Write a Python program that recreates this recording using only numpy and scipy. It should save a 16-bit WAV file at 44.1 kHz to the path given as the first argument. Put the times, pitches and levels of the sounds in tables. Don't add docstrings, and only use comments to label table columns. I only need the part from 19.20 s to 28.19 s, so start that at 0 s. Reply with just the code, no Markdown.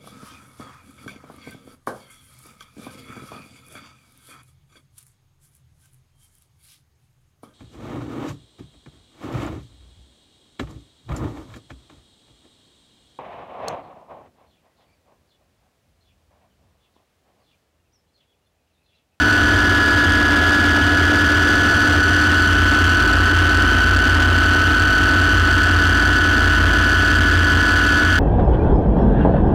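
import sys
import numpy as np
from scipy import signal
from scipy.fft import rfft, irfft, next_fast_len
from scipy.io import wavfile
from scipy.ndimage import uniform_filter1d, map_coordinates

SR = 44100
rng = np.random.default_rng(int(sys.argv[2]) if len(sys.argv) > 2 else 0)


def inscribe(sig):
    pcm = np.round(np.clip(np.atleast_2d(sig).T, -1, 1) * 32767)
    wavfile.write(sys.argv[1], SR, pcm.astype(np.int16))


def gain_from_decibels(decibels):
    exponent = np.asarray(decibels, float) / 20
    return 10 ** exponent


N = 396459

MAIN_BLADE, TAIL_BLADE = .01228, .05769
# [t/s, rotor loading/0-1]
LOADING = [
    (0, 0.15),
    (1, 0.2),
    (2.2, 0.1),
    (2.7, 0.16),
    (3.6, 0.76),
    (4.4, 0.98),
    (5.2, 0.95),
    (5.7, 0.83),
    (7.5, 1),
    (9, 0.76),
]
# [t/s, bank/0-1]
BANK = [
    (0, 0.36),
    (4.8, 0.01),
    (6.7, 0.94),
    (9, 1),
]


def unit(x):
    return x / np.sqrt(np.mean(x ** 2) + 1e-20)


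def curves(rows):
    s, *cols = np.transpose(rows)
    return [np.interp(np.arange(N) / SR, s, c) for c in cols]


def wobble(rate):
    knots = rng.standard_normal(int(N * rate / SR) + 4)
    return map_coordinates(knots, [np.arange(N) * rate / SR], order=1)


def filtered(x, response):
    m = next_fast_len(N + SR // 2)
    spectrum = rfft(x, m) * response(np.fft.rfftfreq(m, 1 / SR))
    return irfft(spectrum, m)[..., :N]


def tone(turn, db, waver_db, rate, free=True):
    start = free * rng.uniform(0, 2 * np.pi)
    strength = np.sqrt(2) * gain_from_decibels(db + waver_db * wobble(rate))
    return strength * np.sin(turn + start)


def orders(turn, multiples, levels, waver_db):
    return sum(tone(k * turn, db, waver_db, rate=1.99) for k, db in zip(multiples, levels))


def loaded_db(hover_db, gain_db):
    return hover_db + gain_db * curves(LOADING)[0]


def case_db(mesh_hz, best, width, peak_db, far_db):
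    nominal_hz = 1480
    bell_db = peak_db - 3 * ((mesh_hz - nominal_hz - best) / width) ** 2
    return 20 * np.log10(np.hypot(gain_from_decibels(bell_db), gain_from_decibels(far_db)))


def drivetrain():
    # [t/s, main mesh f/Hz]
    speed = [(0, 1484), (.15, 1482.7), (.6, 1468), (.85, 1463.5), (1.1, 1463), (1.6, 1466.5), (2.4, 1479.5),
             (3.2, 1487.6), (3.9, 1494.4), (4.4, 1496.2), (5, 1497.1), (6, 1494.6), (6.8, 1486.5),
             (7.6, 1484.5), (8.5, 1481.3), (9, 1481.4)]
    mesh_hz = uniform_filter1d(curves(speed)[0], size=8820)
    turn = 2 * np.pi * np.cumsum(mesh_hz) / SR
    bank, = curves(BANK)
    rotors = main_rotor(turn, bank) + tail_rotor(turn, bank)
    return gearbox(turn, mesh_hz, bank) + engine_shaft(turn) + rotors + pumps(turn)


def gearbox(turn, mesh_hz, bank):
    lay_orders = (2, 3, 6, 7, 9, 10, 11, 12, 15, 17, 18, 19, 21, 23, 31, 32, 33, 36, 38, 40, 41, 42, 43, 44,
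                  48)
    lay_levels = (-30.5, -42, -32, -35.5, -32.5, -52, -40, -42.5, -45, -35.5, -42, -41.5, -43.5, -44, -63,
                  -42, -38, -45, -32, -35, -40, -33, -35, -35, -36.5)
    lay = turn / 39
    first_db = case_db(mesh_hz, best=15, width=21.5, peak_db=-14.5, far_db=-35)
    second_db = case_db(mesh_hz, best=-18, width=16.5, peak_db=-16, far_db=-49)
    third_db = case_db(mesh_hz, best=13, width=6.5, peak_db=-25, far_db=-32)
    near_db = case_db(mesh_hz, best=-12, width=20, peak_db=-24.5, far_db=-40)
    first = tone(turn, first_db, waver_db=0.34, rate=6.8, free=False)
    second = tone(45 * lay, second_db, waver_db=.6, rate=6)
    third = tone(34 * lay, third_db, waver_db=1.2, rate=5)
    near = tone(37 * lay, near_db - 1.5, waver_db=1.1, rate=5)

    over2_db = case_db(mesh_hz, best=-12.5, width=-1.5, peak_db=-32.5, far_db=-34) - 5.5 * bank
    over3_db = case_db(mesh_hz, best=7, width=6, peak_db=-45, far_db=-55)
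    over4_db = case_db(mesh_hz, best=1, width=9, peak_db=-39.5, far_db=-58)
    over4_db += loaded_db(hover_db=0, gain_db=-6)
    over2 = tone(2 * turn, over2_db, waver_db=0.0, rate=3)
    over3 = tone(3 * turn, over3_db, waver_db=1.1, rate=5, free=False)
    runout = 1 + .55 * np.sin(lay) + .25 * np.cos(2 * lay)
    over4 = runout * tone(4 * turn, over4_db, waver_db=.7, rate=5)

    blade = np.sin(MAIN_BLADE * turn)
    loaded = (1 + 0.049 * blade) * (first + third) + (1 + 0.13 * blade) * second
    return loaded + over2 + over3 + over4 + near + orders(lay, lay_orders, lay_levels, waver_db=1.5)


def engine_shaft(turn):
    shaft_orders = (2, 4, 10, 12, 13, 14, 16, 17, 18)
    shaft_levels = (-45, -39, -40.5, -42, -40, -39, -37, -47, -42.5)
    shaft = turn / 15
    rocking = 1 + 0.24 * np.sin(MAIN_BLADE * turn / 2)
    third_order = tone(3 * shaft, loaded_db(hover_db=-21, gain_db=-4), waver_db=.5, rate=6)
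    first_order = tone(shaft, loaded_db(hover_db=-25.5, gain_db=-9), waver_db=2.5, rate=4.3)
    return rocking * third_order + first_order + orders(shaft, shaft_orders, shaft_levels, waver_db=1.2)


def main_rotor(turn, bank):
    beat_orders = (1, 4, 1 / MAIN_BLADE - 2, 1 / MAIN_BLADE - 3)
    beat_levels = (-38.5, -32.5, -45, -41)
    blade = MAIN_BLADE * turn
    beat_db = loaded_db(hover_db=-36, gain_db=18)
    slap_db = -27.5 + .25 * (beat_db + 18) + 4 * bank
    sideband_db = -30 + 0.44 * (beat_db + 21)
    beat = tone(3 * blade, beat_db, waver_db=1.5, rate=5)
    slap = tone(5 * blade, slap_db, waver_db=1.2, rate=2)
    sideband = tone(turn + 3 * blade, sideband_db, waver_db=2.0, rate=1.52)
    return beat + slap + sideband + orders(blade, beat_orders, beat_levels, waver_db=1.5)


def tail_rotor(turn, bank):
    buzz_orders = (2, 3, 6, 1 + 1 / TAIL_BLADE, 1 / TAIL_BLADE - 1)
    buzz_levels = (-37.5, -42.5, -43.5, -31, -33)
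    blade = TAIL_BLADE * turn
    beat_db = loaded_db(hover_db=-21.5, gain_db=6.5) - 3 * bank
    beat = tone(blade, beat_db, waver_db=2.3, rate=5)
    return beat + orders(blade, buzz_orders, buzz_levels, waver_db=1.7)


def pumps(turn):
    pump_orders = (.038, .0454, .1661, .1876, .2431, .2577, .6788, .7423, .8297, .8788, .9055, .9576,
                   1.0787, 1.3575)
    pump_levels = (-32.5, -35.5, -34, -34.5, -41, -41, -34.5, -52, -42.5, -34, -31, -45.5, -41, -45.5)
    return orders(turn, pump_orders, pump_levels, waver_db=2.3)


def rush(spectrum, gust_db, rate):
    f, db = np.transpose(spectrum)
    colour = lambda hz: gain_from_decibels(np.interp(np.log(hz + 1), np.log(f), db))
    noise = filtered(rng.standard_normal(N), colour)
    return unit(noise * gain_from_decibels(gust_db * wobble(rate)))


def airflow():
    # [f/Hz, level per Hz/dB]
    rumble_colour = [(20, -120), (35, -36), (55, 4), (70, -4), (88, 9), (105, -1.5), (140, -18),
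                     (200, -120)]
    # [f/Hz, level per Hz/dB]
    drone_colour = [(100, -120), (150, -3), (220, -0.5), (300, 7), (400, -1), (520, -13.5), (640, -5.5),
                    (725, 0), (820, -9.5), (950, -6), (1300, -120)]
    # [f/Hz, level per Hz/dB]
    howl_colour = [(800, -120), (1050, -11), (1300, 1.5), (1500, 5), (1700, 3.5), (2000, -9.5),
                   (2600, -16.5), (5000, -23), (9000, -40), (16000, -72), (20000, -120)]
    rumble_db = loaded_db(hover_db=-24, gain_db=3.1) - 2.5
    drone_db = loaded_db(hover_db=-23.5, gain_db=-1.4) - 2.5 * curves(BANK)[0]
    howl_db = loaded_db(hover_db=-23, gain_db=1) - 2.5
    rumble = gain_from_decibels(rumble_db) * rush(rumble_colour, gust_db=1.0, rate=3.8)
    drone = gain_from_decibels(drone_db) * rush(drone_colour, gust_db=1.2, rate=20)
    howl = gain_from_decibels(howl_db) * rush(howl_colour, gust_db=1.6, rate=38)
    return rumble + drone + howl


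def scene():
    return (drivetrain() + airflow())[None]


def band_limit(x):
    return signal.sosfilt(signal.butter(12, 15920, fs=SR, output="sos"), x)


def record(dry):
    drive_db, top, knee, give = 0.5, 0.25, 45, 0.013
    hot = gain_from_decibels(drive_db) * dry
    clipped = hot / (1 + np.abs(hot / top) ** knee) ** (1 / knee) + give * hot
    drain_hz, block_hz = 15, 5
    sagged = filtered(clipped, lambda hz: 1j * hz / (drain_hz + 1j * hz) * 1j * hz / (block_hz + 1j * hz))
    hissing = sagged + gain_from_decibels(-64) * rng.standard_normal(N)
    cut = filtered(hissing, lambda hz: np.interp(hz, [15730, 15750, 15850, 15870], [1, .3, .25, 0]))
    return band_limit(cut)


dry = scene()
out = record(dry)
inscribe(out)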